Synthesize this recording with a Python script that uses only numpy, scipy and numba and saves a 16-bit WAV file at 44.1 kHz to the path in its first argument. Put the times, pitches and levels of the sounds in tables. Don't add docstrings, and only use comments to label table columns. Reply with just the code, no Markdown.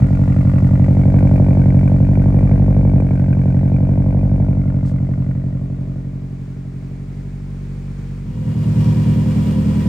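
import sys
import numpy as np
from scipy import signal
from scipy.fft import rfft, irfft
from scipy.io import wavfile
from scipy.ndimage import uniform_filter1d
from numba import njit

SR = 44100
rng = np.random.default_rng(int(sys.argv[2]) if len(sys.argv) > 2 else 0)


def master_out(mix):
    frames = np.transpose(np.atleast_2d(mix))
    ceiling = np.clip(frames, -1, 1)
    pcm = np.round(ceiling * 32767).astype(np.int16)
    wavfile.write(sys.argv[1], SR, pcm)


N = 435708
T = np.arange(N) / SR

# t/s, four-stroke cycles per second/Hz
REAR_IDLE = [(0.0, 11.707), (0.6, 11.519), (1.25, 11.665), (1.8, 11.505), (2.05, 11.732), (2.7, 11.876),
             (3.2, 11.48), (3.5, 11.422), (4.25, 11.869), (4.95, 11.485), (5.35, 11.447), (5.9, 11.604),
             (6.65, 11.527), (7.2, 11.874)]
# t/s, share of the way from pipe to door/0-1, engine bay hiss level/dB
PATH = [(0, 0.4, -49.5), (.7, 0.27, -49.5), (2, 0.44, -51.5), (4.6, 0.43, -55.5), (5.7, 0.78, -55.5),
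        (6.2, 0.93, -54.5), (7.2, 0.99, -52), (8.2, 1, -50)]
# f/Hz, relative level/dB
BARK_COLOUR = [(310, 2), (400, 1), (475, 1.5), (560, 1.5), (650, -4), (715, -9.5), (750, -6.5),
               (830, -10.5), (910, -11), (980, -18.5), (1040, -16.5), (1300, -34.5)]
# f/Hz, relative level/dB
BRIGHT_COLOUR = [(2500, -6.5), (3200, -10.5), (4200, 0.5), (6000, -3), (7200, -1), (8500, -2.5), (9600, -3),
                 (11000, -24), (15000, -5.5)]
POP_S = 3.0005


def undb(db):
    return 10 ** (np.asarray(db) / 20)


def unit(x):
    return x / np.sqrt(np.mean(x ** 2))


def curves(rows):
    s, *columns = np.transpose(rows)
    return [np.interp(T, s, column) for column in columns]


def wander(rate_hz):
    hold = int(SR / rate_hz)
    steps = np.repeat(rng.standard_normal(N // hold + 1), hold)
    return 1.1 * uniform_filter1d(uniform_filter1d(steps, hold), hold)[:N]


def air(side_db):
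    mid, side = rng.standard_normal((2, N))
    return unit(mid + undb(side_db) * side * np.array([[1], [-1]]))


def colour(x, points, size=4096):
    hz, db = np.transpose(points)
    octave = np.log2(np.maximum(np.arange(size // 2 + 1) * SR / size, 1))
    knots = np.log2(hz)
    beyond = np.minimum(np.abs(octave - np.clip(octave, knots[0], knots[-1])), 2)
    cepstrum = irfft(np.log(undb(np.interp(octave, knots, db) - 30 * beyond)))
    cepstrum[1:size // 2] *= 2
    cepstrum[size // 2 + 1:] = 0
    response = irfft(np.exp(rfft(cepstrum)))
    return unit(signal.fftconvolve(np.atleast_2d(x), response[None], axes=1)[:, :N])


def resonate(x, modes):
    total = 0
    for k, (hz, width, db) in enumerate(modes):
        mode = signal.lfilter(*signal.iirpeak(hz, hz / width, fs=SR), x)
        total = total + (-1) ** k * undb(db) * mode
    return unit(total)


@njit
def ring(x, hz, width):
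    y, band, low = np.empty(len(x)), 0., 0.
    for i in range(len(x)):
        g, k = np.tan(np.pi * hz[i] / SR), width / hz[i]
        v = (band + g * (x[i] - low)) / (1 + g * (g + k))
        band, low, y[i] = 2 * v - band, low + 2 * g * v, k * v
    return y


def sweep(x, hz, width_hz):
    return unit(np.array([ring(channel, hz, float(width_hz)) for channel in x]))


def echoes(x, fall_s):
    t = T[:N // 40]
    response = rfft(rng.standard_normal((2, len(t))) * np.exp(-t / fall_s))
    response = response + 2 * response[0]
    tails = irfft(response / np.abs(response))[:, :len(t) // 2]
    return unit(signal.oaconvolve(x[None], tails, axes=1)[:, :N])


def fire(idle, places, db, scatter_db, lag_s=0, jitter_s=0):
    turns = np.cumsum(curves(idle)[0]) / SR
    when = (np.arange(-1, int(turns[-1]) + 1)[:, None] + places).ravel()
    louder, later = rng.standard_normal((len(when), 2)).T
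    strength = undb(np.resize(db, len(when)) + scatter_db * louder)
    at = np.searchsorted(turns, when) + ((lag_s + jitter_s * later) * SR).astype(int)
    running = when > -1 / 10
    return np.bincount(np.maximum(at, 0), strength * running, minlength=N)[:N]


def kicks(s, db):
    return np.bincount((np.asarray(s) * SR).astype(int), undb(db), minlength=N)


def puffs(pulses, rise_s, fall_s):
    for s in (rise_s, fall_s):
        pulses = signal.lfilter([1], [1, -np.exp(-1 / (s * SR))], pulses + 1e-18)
    return unit(pulses)


def boom(pulses, modes, moved):
    silencer = signal.butter(5, [40, 300], "band", fs=SR, output="sos")
    here = [(hz, width, db + moved * change) for hz, width, db, change in modes]
    return unit(resonate(signal.sosfilt(silencer, pulses), here))


def whine(lines, speed, waver, flutter_db):
    out = 0
    for hz, db in lines:
        phase = 2 * np.pi * np.cumsum(hz * speed * (1 + waver * wander(30))) / SR
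        out = out + np.sqrt(2) * undb(db + flutter_db * wander(12)) * np.sin(phase)
    return out


def exhaust():
    # place in cycle/0-1, strength in line with the pipe/dB
    firings = [(0.176, 0.0), (0.423, -0.4), (0.678, -9), (0.935, -4.3)]
    aside_db = [2.5, 3, -5.5, -4.5]
    # f/Hz, width/Hz, level at the pipe/dB, change beside the car/dB
    tail_modes = [(49.13, 4.64, -8.5, 5.5), (94.4, 72, -8, -2.5), (126.2, 8.23, 3, 4.5),
                  (174.7, 12.1, -10.5, 7), (223.3, 62, -15.5, 2.5), (280.8, 10, -16.5, 2)]
    # t/s, distance/m
    distance = [(0, 0.66), (.4, 0.7), (1.25, 0.42), (2.0, 0.48), (3.0, 0.47), (4.35, 0.44), (5.2, 1.17),
                (5.9, 2.13), (6.5, 3.87), (8.1, 2.7)]
    # t/s, alignment/0-1
    aim_path = [(0, 0.3), (0.603, 0.1), (1.198, 0.85), (4.201, 0.88), (4.8, 0.1), (8.2, 0.3)]
    # t/s, share of even firings/0-1
    evening = [(5.4, 0), (6.3, 0.2), (7.25, 0.25), (7.75, 0.9)]
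    boom_1m_db, bark_1m_db = -14.5, -36
    notch_hz, notch_width_hz = 436, 51
    ease_db = -3

    metres = np.maximum(curves(distance)[0], 1 / 10)
    beside, aim, even = (np.clip(curves(table)[0], 0, 1) for table in (PATH, aim_path, evening))
    places, firing_db = np.transpose(firings)
    in_line = fire(REAR_IDLE, places, firing_db, scatter_db=0.56)
    aside = fire(REAR_IDLE, places, aside_db, scatter_db=0.62)
    loping = aim * in_line + (1 - aim) * aside
    steady = undb(-1.5) * fire(REAR_IDLE, places, [0], scatter_db=1.5)
    throb = boom((1 - even) * loping + even * steady, tail_modes, beside)
    note = undb(boom_1m_db) * throb + undb(bark_1m_db) * bark(beside, aim, even, steady)
    note = signal.lfilter(*signal.iirnotch(notch_hz, notch_hz / notch_width_hz, fs=SR), note)
    effort = undb(np.interp(T, [POP_S, POP_S + 0.034], [0, ease_db]))
    return effort * note / metres + rasp(beside, aim)


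def bark(beside, aim, even, steady):
    # place in cycle/0-1, strength/dB
    steep_fronts = [(0.229, 0), (0.481, -9), (0.526, -8), (0.576, -8.5), (0.742, -5), (0.993, -5)]
    # f/Hz, relative level/dB
    under_colour = [(310, -5), (400, -5.5), (490, 2.5), (560, -2), (660, -5.5), (735, -16.5), (900, -14),
                    (1150, -27)]
    # t/s, level/dB
    mutter = [(0, -6), (1.2, -4.5), (3.0, -8.5), (4.4, -5), (5.0, -2.5), (5.7, -1.5), (6.15, -3),
              (8.2, -18.5)]
    # f/Hz, relative level/dB
    side_colour = [(300, -1), (360, -0.5), (400, -1), (480, -7), (600, -14), (720, -16.5), (1000, -27)]
    beside_db = 4

    fronts = fire(REAR_IDLE, *np.transpose(steep_fronts), scatter_db=1.2, jitter_s=.00016)
    turbulence = undb(-12) * air(side_db=-8) * puffs(fronts, rise_s=.001, fall_s=.009)
    direct = colour(unit(fronts) + turbulence, BARK_COLOUR)
    direct = undb(1.7) * (1 - beside) * (0.73 + .45 * aim) * direct
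    under = colour(echoes(fronts, fall_s=.01) + 2.2 * turbulence, under_colour)
    side_pulses = (1 - even) * fronts + even * steady / 2
    side = colour(echoes(side_pulses, fall_s=.02) + 1.5 * turbulence, side_colour)
    return direct + undb(curves(mutter)[0]) * under + undb(beside_db) * beside ** 2 * side


def rasp(beside, aim):
    # t/s, added rasp pulse level/dB, added fizz pulse level/dB
    spit_table = [(0.412, -2, -11.5), (0.493, -3.5, -9), (0.583, 0.5, -13.5), (0.668, 0, -8),
                  (0.842, 2.5, -10.5), (0.992, -9, -3.5), (1.187, 0.5, 3), (1.359, -4, 1),
                  (1.790, -3.5, -0.5), (1.877, -2.5, -0.5), (2.219, -6.5, -2.5), (2.386, -8, -2),
                  (2.512, 0.5, -7), (2.575, -1.5, -10), (3.000, 0, -1), (3.109, 2, -6), (3.154, -4, -3.5),
                  (3.195, 1, -8.5), (3.239, -2, -4), (3.327, -1, -4), (3.413, -1, -4.5), (3.588, 4, -1.5),
                  (3.678, -3, -3), (4.984, 0.5, -10), (5.137, 5.5, -7), (5.31, 5.5, -11.5)]
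    # f/Hz, relative level/dB
    gas_colour = [(710, -30), (1200, 3.5), (1270, -14.5), (1370, 4), (1540, -1), (1760, -7), (1900, 2),
                  (1990, -0.5), (2350, 1.5), (2470, -2.5), (2700, -25), (3200, -34), (4160, -58),
                  (7040, -120)]
    # f/Hz, relative level/dB
    above_colour = [(650, -14.5), (900, 2.5), (1100, 1), (1200, 3), (1330, -2.5), (1440, 6), (1590, -22),
                    (1680, -7), (1770, -6.5), (1970, -3), (2410, -19), (2650, -11), (3020, -29.5),
                    (3200, -29), (4160, -47.5), (7040, -120)]
    # f/Hz, width/Hz, level/dB
    tip_modes = [(1510, 30, -6), (9600, 45, -26.5), (9800, 40, -25.5)]
    # t/s, f/Hz, level/dB
    hollow_ring = [(0, 2130, -9), (.3, 2130, -7), (.55, 1974, 2.5), (.68, 1882, -3.5), (.85, 2100, 0),
                   (1.3, 2330, -4), (4.2, 2393, -4), (4.7, 2120, 2.5), (5.0, 2073, -0.5), (5.35, 1912, 2.5),
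                   (5.8, 1880, -5)]
    # t/s, f/Hz, level/dB
    low_ring = [(0, 1384, -1), (.45, 1470, -9), (.9, 1402, -7), (2.2, 1530, -10), (3.35, 1570, 2),
                (4.1, 1474, -7.5), (4.7, 1413, 1.5), (5.35, 1437, 0.5), (5.8, 1430, -9)]
    hollow_width_hz, low_width_hz = 125, 96
    rasp_db, fizz_db = -46.5, -63
    settle_db_per_s = 1.75

    s, spit_rasp_db, spit_fizz_db = np.transpose(spit_table)
    spits = kicks(s, spit_rasp_db)
    exposed = 1 - .87 * beside
    flow = exposed * gas_flow(scatter_db=2.6, extra=spits) + 0.15
    jet = air(side_db=-1) * flow
    in_line = colour(jet, gas_colour) + undb(-9.0) * resonate(jet, tip_modes)
    gas = aim * in_line + (1 - aim) * undb(1.5) * colour(jet, above_colour)
    rings = 0
    for table, width in ((hollow_ring, hollow_width_hz), (low_ring, low_width_hz)):
        hz, db = curves(table)
        pulsed = air(side_db=-8) * gas_flow(scatter_db=3.5, extra=spits)
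        rings = rings + undb(db) * sweep(pulsed, hz, width)
    rings = signal.sosfilt(signal.butter(4, 2700, fs=SR, output="sos"), rings)
    rim = gas_flow(scatter_db=1.3, extra=kicks(s + .003, spit_fizz_db), lag_s=.004)
    fizz = colour(air(side_db=-3.5) * (rim + 0.1), BRIGHT_COLOUR) * (1 - beside ** 2)
    mix = undb(rasp_db) * (gas + exposed * rings) + undb(fizz_db) * fizz
    return undb(-settle_db_per_s * T) * mix


def gas_flow(scatter_db, extra, lag_s=0):
    # place in cycle/0-1, strength/dB
    gas_puffs = [(0.218, -1), (0.462, -1), (0.733, 2.5), (0.977, 0)]
    pulses = fire(REAR_IDLE, *np.transpose(gas_puffs), scatter_db, lag_s)
    return puffs(pulses + extra, rise_s=0.0013, fall_s=0.0034)


def pop():
    thump = colour(kicks([POP_S], [0]), BARK_COLOUR)
    return undb(-13) * thump / np.abs(thump).max()


def front():
    # t/s, four-stroke cycles per second/Hz
    idle = [(8, 9.85), (8.9, 9.9), (9.25, 10.0), (9.88, 10.1)]
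    # place in cycle/0-1, strength/dB
    firings = [(0.244, 0.0), (0.494, -1.035), (0.694, -4.454), (0.994, -7.817)]
    # f/Hz, width/Hz, level/dB, change as the listening point steps aside/dB
    drone_bands = [(47, 5.8, -23.5, 0.5), (84.63, 8.3, 1.5, 4), (84.3, 9.17, 1.38, 3.5),
                   (109.6, 11.8, -10, -6), (136.8, 17, -14.5, -5.5), (152.2, 9.8, -9.5, -4.5),
                   (194, 26, -20, 4), (239.2, 11, -20.5, 2.5), (270, 340, -35.5, -4)]
    # f/Hz, relative level/dB
    body_colour = [(160, -36.5), (280, 6.5), (315, 1.5), (361, -4), (387, -14.5), (475, -10.5), (516, -9),
                   (570, -18), (680, -18), (804, -34.5), (900, -23), (1170, -39), (1980, -120)]
    # f/Hz, relative level/dB
    bay_colour = [(400, 8.5), (700, -3.5), (980, -4), (1300, -8.5), (2000, -10.5), (2900, -13.5),
                  (3800, -16), (5200, -17.5), (6200, -22), (7100, -20.5), (9500, -21.5), (11000, -44.5),
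                  (14000, -21.5), (16000, -37)]
    # f/Hz, width/Hz, level/dB
    bay_modes = [(1150, 30, -5.5), (1884, 26, -0.5), (2370, 47, -1.5), (2860, 32, -0.5), (3290, 70, -6)]
    # f/Hz at 10 cycles per second, level before the front gain/dB
    belt_tones = [(357, -44.5), (517, -45), (603, -57.5), (972, -53.5), (7085, -72), (8020, -76)]
    # t/s, f/Hz
    whirr = [(8.4, 942), (9.0, 957), (9.35, 972), (9.88, 984)]
    whirr_width_hz, whirr_db = 43, -54.5
    clatter_db, bay_ring_db = -48, -55

    pulses = fire(idle, *np.transpose(firings), scatter_db=0.9)
    drone = boom(pulses, drone_bands, moved=np.interp(T, [8.9, 9.6], [0, 1]))
    buzz = undb(-7) * echoes(pulses, fall_s=.02) + undb(-18) * air(side_db=-8)
    panels = colour(unit(pulses) + buzz, body_colour)
    valve_places = np.linspace(0, 1, 8, endpoint=False)
    valves = [fire(idle, [place], [0], scatter_db=3, jitter_s=.00015) for place in valve_places]
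    clatter = colour(sum(echoes(valve, fall_s=.012) for valve in valves), bay_colour)
    ticks = puffs(sum(valves), rise_s=.0003, fall_s=0.018)
    rings = resonate(air(side_db=-13) * ticks, bay_modes)
    rush = colour(air(side_db=0) * (1 + 0.12 * ticks), bay_colour)
    bay = undb(-41.5 + .5 * wander(9.9)) * rush
    bay = bay + undb(clatter_db) * clatter + undb(bay_ring_db) * rings
    swell = np.exp(-.5 * ((T - 8.85) / 0.071) ** 2)
    sizzle = resonate(air(side_db=0), [(5400, 370, 0)]) * swell
    belts = whine(belt_tones, curves(idle)[0] / 10, waver=.005, flutter_db=2.0)
    belts = belts + undb(whirr_db) * sweep(air(side_db=-5), curves(whirr)[0], whirr_width_hz)
    return undb(-16.0) * drone + undb(-34.5) * panels + bay + undb(-58.0) * sizzle + belts


def bay_from_side():
    # f/Hz, relative level/dB
    hiss_colour = [(400, 3.5), (520, -8.5), (680, -17.5), (900, -8), (1770, -10.5), (2310, -10),
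                   (2680, -17), (7040, -27), (10000, -39)]
    # f/Hz at the last rear idle speed, full level before the rear gain/dB
    belt_tones = [(474, -59)]
    # f/Hz, full level before the rear gain/dB
    fan_tones = [(400, -55.5), (800, -67.5)]

    beside, bay_db = curves(PATH)
    hiss = colour(air(side_db=-3), hiss_colour)
    hiss = hiss + undb(-13) * colour(air(side_db=-4), BRIGHT_COLOUR)
    speed = curves(REAR_IDLE)[0]
    hum = whine(belt_tones, speed / speed[-1], waver=.002, flutter_db=1.5)
    hum = hum + whine(fan_tones, 1, waver=.003, flutter_db=2.5)
    return hiss * undb(bay_db + 0.48 * wander(8.3)) + beside * hum


def scuff():
    centre_s, spread_s, scuff_db = 4.88, .025, -56
    grit_colour = [(2000, 1), (4000, 7), (6000, 5.0), (8700, 3.5), (11000, -13), (15000, -8.0)]  # f/Hz, level/dB
    grit = colour(air(side_db=-7.0), grit_colour)
    return grit * undb(scuff_db + 2 * wander(200)) * np.exp(-.5 * ((T - centre_s) / spread_s) ** 2)


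def scene():
    fade_start_s, fade_length_s = 8.176, 0.69
    rear_db, front_db = 0.5, 4
    fade = np.clip((T - fade_start_s) / fade_length_s, 0, 1)
    rear = exhaust() + pop() + bay_from_side() + scuff()
    return (1 - fade) * undb(rear_db) * rear + fade * undb(front_db) * front()


def record(dry):
    # f/Hz, left minus right level/dB, left phase lead/rad
    port_table = [(60, 1, 0.0025), (200, -1.5, 0.26), (300, 2, 0.94), (503, 3, -0.21), (696, -1, -0.6),
                  (1060, 4.5, -0.57), (1450, 0, -0.44), (2520, -3, 0.74), (3300, 0.5, 0.21),
                  (5400, 4.5, -0.24), (7040, 7.5, 0.72), (8350, 0.5, -0.31)]
    top_hz = 15700
    hz, db, lead = np.transpose(port_table)
    log_f = np.log(np.maximum(np.arange(N // 2 + 1) * SR / N, 1))
    level = undb(np.interp(log_f, np.log(hz), db))
    ratio = level * np.exp(1j * np.interp(log_f, np.log(hz), lead))
    gains = 2 * np.array([ratio, np.ones_like(ratio)]) / (1 + ratio)
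    ports = irfft(rfft(dry) * gains, N)
    return signal.sosfilt(signal.ellip(8, .2, 70, top_hz, fs=SR, output="sos"), ports)


dry = scene()
out = record(dry)
master_out(out)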